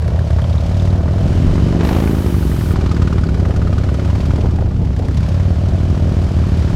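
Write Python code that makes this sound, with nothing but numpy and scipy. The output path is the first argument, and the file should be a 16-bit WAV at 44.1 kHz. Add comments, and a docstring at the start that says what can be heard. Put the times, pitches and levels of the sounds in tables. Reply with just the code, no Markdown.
"""Uneven thumping of two big V-twin motorcycles crawling round a car park, one sharp, one deep.
Firing clicks excite exhaust filters and pipe echoes; noise swelling with the firings makes rasp,
chuff, bark and valve ticks. Filtered noise gives gear clatter, wind buffets and slaps, and, for
about a second, a flat hiss like escaping air. Short fading tones make a squeak and ringing valve ticks."""
import sys
import numpy as np
from scipy import signal
from scipy.fft import rfft, irfft
from scipy.io import wavfile
from scipy.ndimage import uniform_filter1d

SR = 44100
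rng = np.random.default_rng(int(sys.argv[2]) if len(sys.argv) > 2 else 0)


def int16_out(signal):
    """Quantize to a 16-bit WAV file."""
    q = np.round(np.clip(np.atleast_2d(signal).T, -1, 1) * 32767)
    wavfile.write(sys.argv[1], SR, q.astype(np.int16))


def boost_factor(decibels):
    """Convert a level in decibels to a linear amplitude factor."""
    exponent = np.asarray(decibels, float) / 20
    return 10 ** exponent


N = 297675

# wind rumble, puff and slap spectra: freq_hz, gain_db
WIND_SPECTRUM = [(12, -30), (30, -2), (50, -39), (100, -10), (180, -15.5), (300, -24), (600, -55),
                 (2000, -90)]
PUFF_SPECTRUM = [(60, -20), (200, -8), (350, -6), (600, -12.5), (850, -15), (1300, -42), (4000, -71)]
SLAP_SPECTRUM = [(100, -25), (250, -12), (420, 6.5), (700, 2), (1100, -14), (2000, -17.5), (5000, -47)]
# rumble level: time_s, level_db
WIND_LEVEL = [(0, -36), (1.1, -26), (1.35, -19), (2.3, -28.5), (3.5, -28), (4.1, -26.5), (4.5, -20.5),
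              (5, -22.5), (5.5, -34), (6.75, -32)]
# brighter puffs of wind: centre_s, level_db, half_length_s (to 1/e)
WIND_PUFFS = [(2.807, -32, 0.064), (3.46, -31.5, 0.14), (4.39, -26, 0.012), (4.45, -23, 0.011),
              (4.622, -33, 0.15), (4.826, -31.5, 0.031), (5.038, -29, 0.078)]
# wind slapping the microphone: start_s, relative_db
WIND_SLAPS = [(4.334, -19), (4.38, -14.5), (4.408, -28), (4.432, -17), (4.467, -18.5), (4.585, -15),
              (4.621, -16), (4.823, -29), (4.867, -22), (4.905, -21), (4.994, -17)]
# flat hiss: freq_hz, gain_db
HISS_SPECTRUM = [(1000, -14), (3000, 4), (6000, 0.5), (10000, 2.5), (14000, 2.5), (17000, -1.5)]
# ringing valve ticks, short and pitched, at listed times: start_s, relative_db, pitch_hz
VALVE_PINGS = [(0.3046, -36, 3670), (0.3864, -37, 3330), (0.419, -30, 3150), (0.442, -28, 3150),
               (0.5284, -31, 3760), (0.581, -26.5, 3740), (0.7446, -32, 3770), (0.798, -26.5, 3570),
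               (0.8509, -32, 3770), (0.904, -32, 3860), (1.851, -25, 4050), (1.873, -31, 4050),
               (1.89, -27, 4050), (1.95, -31, 3900), (2.895, -28, 4200), (2.947, -29, 4900),
               (3.24, -28, 4850), (3.27, -30, 4500)]

# deep engine speed: time_s, cycles_hz
DEEP_SPEED_HZ = [(0.0, 16.1), (0.45, 16.71), (0.75, 18.35), (1.2, 19.41), (1.5, 16.16), (1.8, 13.65),
                 (2.25, 12.55), (2.55, 12.35), (3.45, 12.56), (3.75, 13.48), (4.2, 14.38), (4.5, 16.57),
                 (4.95, 12.64), (5.1, 13.93), (5.4, 18.24), (5.55, 18.55), (6.15, 17.69), (6.75, 15.68)]
# deep engine as heard: time_s, exhaust_db, silencer_shell_db
DEEP_LEVELS = [(0, -17.5, -30.5), (.25, -15, -32.5), (.75, -15, -34), (1, -16.5, -31), (1.5, -17, -31.5),
               (1.75, -16, -30), (2, -26, -34), (2.25, -19.5, -31.5), (2.5, -15.5, -38.5), (2.75, -17, -32),
               (3, -17.5, -33.5), (3.5, -17, -30.5), (4.2, -15.5, -34.5), (4.6, -18.5, -35.5),
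               (5.002, -16.5, -41.5), (5.25, -16, -35), (5.75, -15.5, -34), (6.75, -16.5, -34)]
# deep exhaust response, shell bark, gas growl: freq_hz, gain_db
DEEP_EXHAUST = [(20, -43.5), (35, -25), (60, 12), (85, 10), (115, 5), (135, -1), (165, -17), (250, -15.5),
                (400, -26), (600, -44.5), (800, -58), (1500, -70), (4000, -110)]
BARK_SPECTRUM = [(300, -42.5), (450, -5), (540, 2), (610, 4), (720, -1), (850, -14), (1200, -23.5),
                 (4000, -100)]
GROWL_SPECTRUM = [(220, -29), (350, -1), (450, -3), (600, -5.5), (750, -12), (950, -22), (1600, -21.5),
                  (4000, -88)]

# sharp engine speed: time_s, cycles_hz
SHARP_SPEED_HZ = [(0.0, 17.46), (0.3, 17.63), (0.9, 19.06), (1.35, 21.03), (1.65, 23.7), (1.8, 24.0),
                  (1.97, 27.3), (2.12, 27.4), (2.55, 21.37), (2.7, 19.88), (3.0, 18.74), (3.6, 18.1),
                  (4.5, 20.02), (4.65, 19.85), (4.95, 16.91), (5.1, 16.34), (5.7, 20.45), (6.0, 21.03),
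                  (6.75, 18.59)]
# sharp engine as heard while the machines circle: time_s, exhaust_db, engine_block_db
SHARP_LEVELS = [(0, -18, -48.5), (.45, -20, -46), (.88, -17, -45), (1.0, -16.5, -49.5), (1.3, -16, -43.5),
                (1.7, -19.5, -43), (2, -17.5, -47), (2.3, -21.5, -45), (2.8, -17, -44.5), (3.3, -17, -47.5),
                (3.75, -20.5, -47), (4.27, -18, -45), (4.7, -21, -52), (5, -19, -50), (5.25, -17.5, -46),
                (5.75, -18, -47), (6.4, -16.5, -45), (6.75, -16, -43.5)]
# how squarely second pipe and cylinder heads face the listener, second head over first:
# time_s, pipe_0_to_1, heads_0_to_1, second_head_db
SHARP_FACING = [(0, 0.02, 0.72, 3.5), (.9, 0.52, 1, 1.5), (1.7, 0.54, 0.68, 3), (2.2, 0.52, 0.2, 10.5),
                (2.5, 0.6, 0.48, 5), (2.9, 0.99, 0.86, 9.5), (3.3, 0.84, 0.78, 8.5), (3.8, 0.85, 0.69, 8),
                (4.35, 0.68, 0.52, 10), (4.7, 0.45, 0.93, 0), (5.2, 0, 0.9, 7), (5.5, 0.47, 0.83, 0.5),
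                (6.75, 0.52, 0.87, 1.5)]
# sharp exhaust response, throttle blast, rasp, chuff: freq_hz, gain_db
SHARP_EXHAUST = [(20, -73), (40, 0.5), (60, 4), (85, 4), (130, 0), (170, 3), (250, -3), (330, -5.5),
                 (400, -9), (480, -25), (700, -27), (1500, -54.5), (4000, -110)]
BLAST_SPECTRUM = [(150, -31.5), (300, 0), (450, 1), (900, -3), (1500, -12), (2500, -15), (4000, -22),
                  (7000, -29.5), (12000, -54)]
RASP_SPECTRUM = [(500, -33.5), (800, 5), (1000, 5), (1300, 1), (1900, -2.5), (2400, -8.5), (3500, -46),
                 (8000, -83)]
CHUFF_SPECTRUM = [(700, -32), (1050, -15), (1200, 9), (1330, -2), (1470, 2.5), (1750, -10.5), (2500, -11.5),
                  (3300, -12), (5000, -36), (9000, -103)]
# second pipe's wall modes: pitch_hz, relative_db, t60_s
WALL_MODES = [(1150, -4, .022), (1278, 3.5, 0.014), (1460, -1.5, 0.029), (1740, -9, .014)]
# clatter and ticks, gear whirr, hard valve clack: freq_hz, gain_db
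CLATTER_SPECTRUM = [(1500, -24.5), (2300, 2.5), (3100, 2.5), (3500, 1), (5000, -1), (7000, -7),
                    (10000, -15.5), (14000, -22.5), (17000, -34)]
WHIRR_SPECTRUM = [(2000, -55), (2850, -14.5), (3050, -1), (3250, -34), (4500, -72), (9000, -100)]
CLACK_SPECTRUM = [(600, -17), (1200, 2), (1600, 8.5), (2500, -10), (4500, -7), (7000, -16), (11000, -19),
                  (16000, -45)]
# hardest valve clacks: start_s, relative_db
VALVE_CLACKS = [(0.021, -27.5), (0.0782, -23.5), (0.19, -25), (0.3058, -24), (0.417, -29), (2.9464, -31),
                (3.376, -40), (4.9631, -27), (5.0832, -26), (5.145, -29), (5.173, -29), (5.205, -27),
                (5.232, -36), (5.263, -30), (5.288, -31)]

# firing places, in turns of the cycle
DEEP_FIRES = np.array([.0595, .486])
SHARP_FIRES = np.array([.374, .804])
CRAWL_HZ = 20.34  # reference speed for the sharp exhaust's edge


def level(x):
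    """Scale to rms 1."""
    return x / np.sqrt(np.mean(x ** 2))


def noise():
    """White noise of unit variance."""
    return rng.standard_normal(N)


def curves(t, table):
    """Table columns interpolated at every sample."""
    time_s, *columns = np.transpose(table)
    return [np.interp(t, time_s, column) for column in columns]


def colour(x, points, size=8192):
    """Causal minimum-phase filter through (Hz, dB) points, via the folded cepstrum."""
    hz, db = np.transpose(points)
    grid_hz = np.maximum(np.fft.rfftfreq(size, 1 / SR), 1)
    gain_db = np.interp(np.log(grid_hz), np.log(hz), db)
    cepstrum = irfft(np.log(boost_factor(gain_db)))
    cepstrum[1:size // 2] *= 2
    cepstrum[size // 2 + 1:] = 0
    response = irfft(np.exp(rfft(cepstrum)))
    return signal.fftconvolve(x, response)[:N]


def tilt(x, split_hz, low_db, high_db):
    """Separate gains below and above a zero-phase corner."""
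    low = signal.sosfiltfilt(signal.butter(2, split_hz, fs=SR, output="sos"), x)
    return boost_factor(low_db) * low + boost_factor(high_db) * (x - low)


def walk(rate_hz):
    """Random levels held 1 / rate_hz and smoothed twice."""
    hold = int(SR / rate_hz)
    steps = np.repeat(rng.standard_normal(N // hold + 1), hold)
    return uniform_filter1d(uniform_filter1d(steps, hold), hold)[:N]


def early(x, lead_s):
    """Advance by a fixed time."""
    lead = int(lead_s * SR)
    return np.pad(x[lead:], (0, lead), mode="reflect")


def clicks(hz, places, odd_db, scatter_db, jitter_s, count=200):
    """One click per place per cycle, scattered in size and moment; odd_db lifts every other click."""
    turns = np.cumsum(hz) / SR
    at = (np.arange(count)[:, None] + np.array(places)).ravel()
    jitter, scatter = rng.standard_normal((len(at), 2)).T
    sample = np.interp(at, turns, np.arange(N), -N, 2 * N) + jitter_s * SR * jitter
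    sample = sample.astype(int)
    odd_db = np.broadcast_to(odd_db, N)[np.clip(sample, 0, N - 1)]
    gain = boost_factor(odd_db * (np.arange(len(at)) % 2) + scatter_db * scatter)
    inside = (sample >= 0) & (sample < N)
    return np.bincount(sample[inside], gain[inside], N)


def puffs(train, rise_s, fall_s, steady):
    """Noise that swells and fades at each click, over a steady share."""
    age = np.arange(int(.06 * SR)) / SR
    shape = np.exp(-age / fall_s) - np.exp(-age / min(rise_s, .9 * fall_s))
    swell = signal.fftconvolve(train, shape / shape.max())[:N]
    return (abs(steady) + swell) * noise()


def blows(table, points, rise_s, fall_s):
    """Short coloured noise burst at each (s, dB) row."""
    time_s, db = np.transpose(table)
    unit = np.sqrt(np.mean(colour(noise(), points) ** 2))
    train = np.bincount((time_s * SR).astype(int), boost_factor(db), N)
    return colour(puffs(train, rise_s, fall_s, 0), points) / unit


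def ring(t, start_s, hz, db, t60_s, rise_s):
    """One short tone, linear rise, exponential fade."""
    age = np.maximum(t - start_s, 0)
    envelope = boost_factor(db - 60 * age / t60_s) * np.minimum(age / rise_s, 1)
    return envelope * np.sin(2 * np.pi * hz * age)


def pipe(train, round_trip_s, keep, smear_s, count=5):
    """Pulses run up and down a pipe, scaled by keep and blunted by smear_s on every round trip."""
    total = 0
    for k in range(count):
        delayed = np.roll(train, int(k * round_trip_s * SR))
        total = total + keep ** k * uniform_filter1d(delayed, 1 + int(k * smear_s * SR))
    return total


def wind(t):
    """Turbulence at the microphone: lumpy low rumble, brighter puffs, sharp slaps."""
    rumble = level(colour(boost_factor(3.1 * walk(13)) * noise(), WIND_SPECTRUM))
    swell = sum(boost_factor(db) * np.exp(-((t - s) / length) ** 2) for s, db, length in WIND_PUFFS)
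    puff = swell * level(colour(noise(), PUFF_SPECTRUM))
    slaps = boost_factor(-6.0) * blows(WIND_SLAPS, SLAP_SPECTRUM, 0.00075, 0.0037)
    rumble_db, = curves(t, WIND_LEVEL)
    return boost_factor(rumble_db) * rumble + puff + slaps


def hiss(t):
    """Smooth flat noise, gated abruptly on and off."""
    start_s, stop_s, edge_s = 1.83, 2.745, .035
    gate = np.clip(np.minimum(t - start_s, stop_s - t) / edge_s + .5, 0, 1)
    return boost_factor(-43) * gate ** 2 * level(colour(noise(), HISS_SPECTRUM))


def squeak(t):
    """Tiny high squeak, one fading tone."""
    return ring(t, 1.247, 13750, -56, t60_s=.04, rise_s=.004)


def deep_thump(hz):
    """Round pressure pulses ring in a big silencer; the lowest notes grow as speed falls."""
    train = pipe(clicks(hz, DEEP_FIRES, 0, 0.45, .0001), 0.00985, 0.2, 0.0004)
    # fixed time lead: the thump sits later in a slow cycle
    thump = early(colour(train, DEEP_EXHAUST), .0083)
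    # slower strokes push longer
    return level(tilt(thump, 43, 2.0 * (16.5 - hz), 0))


def deep_bark(hz, thump_db):
    """Gas pulses and pipe echoes ring the silencer shell under load; off load the gas growls."""
    gas = pipe(clicks(hz, DEEP_FIRES - .13, -0.97, 1.5, .0005), 0.0105, 0.6, 0.0007)
    growl = level(colour(puffs(gas, 0.0015, 0.0097, 0.6), GROWL_SPECTRUM))
    # gas keeps the shell droning between blows
    drone = level(colour(puffs(gas, 0.0029, 0.0071, 0.6), BARK_SPECTRUM))
    struck = level(colour(gas, BARK_SPECTRUM))
    load = np.clip((thump_db + 19) / 5, 0, 1)
    bark = load * (1.15 * struck + .45 * drone) + (1 - .62 * load) * growl
    # brightens with the revs
    return tilt(bark, 530, -.9 * (hz - 17.5), 0.87 * (hz - 17.5))


def deep_engine(t):
    """Deep V-twin: exhaust thump plus silencer-shell bark."""
    hz, = curves(t, DEEP_SPEED_HZ)
    thump_db, bark_db = curves(t, DEEP_LEVELS)
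    return boost_factor(thump_db) * deep_thump(hz) + boost_factor(bark_db) * deep_bark(hz, thump_db)


def sharp_thump(hz, facing):
    """Short hard pulses from two pipes with echoes; revs and facing lift the sharp edge."""
    first = clicks(hz, [.374], 0, 1.2, .0001)
    # shorter second pipe: fixed time lead, so the gap narrows at speed
    other = early(clicks(hz, [.85], 0, 1.2, .0001), .0024)
    body = colour(pipe(first + boost_factor(.7) * other, 0.01245, 0.35, 0.0021), SHARP_EXHAUST)
    # echoes drown in the rush of gas at speed; inverted along the first pipe, upright along the other
    first_echo = np.clip(.35 - 0.054 * (hz - CRAWL_HZ), .05, .6)
    other_echo = np.clip(.42 - .09 * (hz - 23.5), .08, .45)
    edge = pipe(first, .0099, -first_echo, .00047)
    edge = edge + boost_factor(-2.5) * pipe(other, .0113, other_echo, .0004, count=3)
    edge = colour(early(edge, .001), SHARP_EXHAUST)
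    edge_db = np.minimum(-8 + 2 * (hz - CRAWL_HZ) + 11 * facing, 4.5)
    return tilt(body, 202, 0, -np.inf) + tilt(edge, 164, -np.inf, edge_db)


def throttle_blast(t, hz):
    """A blip of throttle blows a burst of gas with each firing."""
    opens_s, shuts_s, rest_db = 1.8, 1.98, -52
    blast_db = -26.5 - 64 * np.maximum(t - shuts_s, 0)  # falls 64 dB/s
    blast_db = blast_db - 3000 * np.maximum(opens_s - t, 0)  # opens within 10 ms
    gas = puffs(clicks(hz, SHARP_FIRES - .03, 4.7, 0.92, .0005), 0.0011, 0.0039, 0.69)
    return boost_factor(np.maximum(blast_db, rest_db)) * level(colour(gas, BLAST_SPECTRUM))


def rasp(hz, odd_db):
    """Gas noise swelling with firings and their pipe echoes."""
    gas = clicks(hz, SHARP_FIRES - .04, odd_db - 0.5, 4.1, 0.0005)
    gas = pipe(gas, 0.0092, 0.33, .001)
    return level(colour(puffs(gas, 0.00049, 0.0037, 0.95), RASP_SPECTRUM))


def chuff(t, hz):
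    """Gas puffs, mostly from the second pipe, with its wall ringing in a few modes."""
    places, odd_db = SHARP_FIRES - .058, 16.0
    gas = puffs(clicks(hz, places, odd_db, .8, .0003), 0.003, 0.004, 0.04)
    age = t[:int(.04 * SR)]
    wall = 0
    for mode_hz, db, t60_s in WALL_MODES:
        # each mode is struck a little differently at every blow
        struck = clicks(hz, places, odd_db, 1.8, .0003)
        mode = age * boost_factor(-60 * age / t60_s) * np.sin(2 * np.pi * mode_hz * age) / t60_s
        wall = wall + boost_factor(db) * signal.fftconvolve(struck, mode)[:N]
    return level(level(colour(gas, CHUFF_SPECTRUM)) + 1.3 * level(wall))


def tick_noise(hz, odd_db):
    """Valves bounce on their seats: noise puffs with three decaying strikes."""
    strikes = pipe(clicks(hz, SHARP_FIRES - .04, odd_db, 2.2, 0.00046), 0.0047, 0.45, 0, count=3)
    return colour(puffs(strikes, 0.002, 0.003, 0.1), CLATTER_SPECTRUM)


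def valve_ticks(hz, odd_db):
    """Valve ticks whose shrill part, above 5500 Hz, varies on its own."""
    low, high = tick_noise(hz, odd_db), tick_noise(hz, odd_db)
    split = signal.butter(2, 5500, fs=SR, output="sos")
    return level(signal.sosfilt(split, low - high) + high)


def valve_pings(t):
    """Ringing valve ticks: one short pitched tone per table row."""
    return sum(ring(t, s, hz, db + 8.5, t60_s=0.0063, rise_s=0.001) for s, db, hz in VALVE_PINGS)


def engine_block(hz, block_db, heads, odd_db):
    """Gear clatter, a narrow gear whirr rising with speed, valve ticks and hard clacks."""
    clatter = level(colour(boost_factor(0.25 * walk(30)) * noise(), CLATTER_SPECTRUM))
    whirr = level(colour(noise(), WHIRR_SPECTRUM))
    whirr_db = block_db - 14.0 + 3.0 * np.clip(hz - 19.5, -4, 2)
    tick_db = block_db - 12 + 13 * heads
    clacks = boost_factor(-7.5) * blows(VALVE_CLACKS, CLACK_SPECTRUM, 0.001, 0.0025)
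    ticks = boost_factor(tick_db) * valve_ticks(hz, odd_db)
    return boost_factor(block_db) * clatter + boost_factor(whirr_db) * whirr + ticks + clacks


def sharp_engine(t):
    """Sharp V-twin: exhaust thump, gas noises just ahead of the firings, engine block, valve pings."""
    hz, = curves(t, SHARP_SPEED_HZ)
    thump_db, block_db = curves(t, SHARP_LEVELS)
    facing, heads, odd_db = curves(t, SHARP_FACING)
    exhaust = boost_factor(thump_db) * level(sharp_thump(hz, facing)) + throttle_blast(t, hz)
    gas = boost_factor(block_db + 6.5) * rasp(hz, odd_db)
    # facing the second pipe brings out the chuff
    gas = gas + boost_factor(-65.5 + 29.5 * facing) * chuff(t, hz)
    return exhaust + gas + engine_block(hz, block_db, heads, odd_db) + valve_pings(t)


def scene():
    """Wind, hiss, squeak and both engines, one channel."""
    t = np.arange(N) / SR
    background = wind(t) + hiss(t) + squeak(t)
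    return (background + deep_engine(t) + sharp_engine(t))[None]


def roll_off(x):
    """The treble ends steeply here."""
    return signal.sosfilt(signal.butter(12, 15670, fs=SR, output="sos"), x)


def record(dry):
    """Soft saturation rounds the loudest peaks."""
    mix = np.tanh(0.62 * dry) / 0.54
    return roll_off(mix)


dry = scene()
out = record(dry)
int16_out(out)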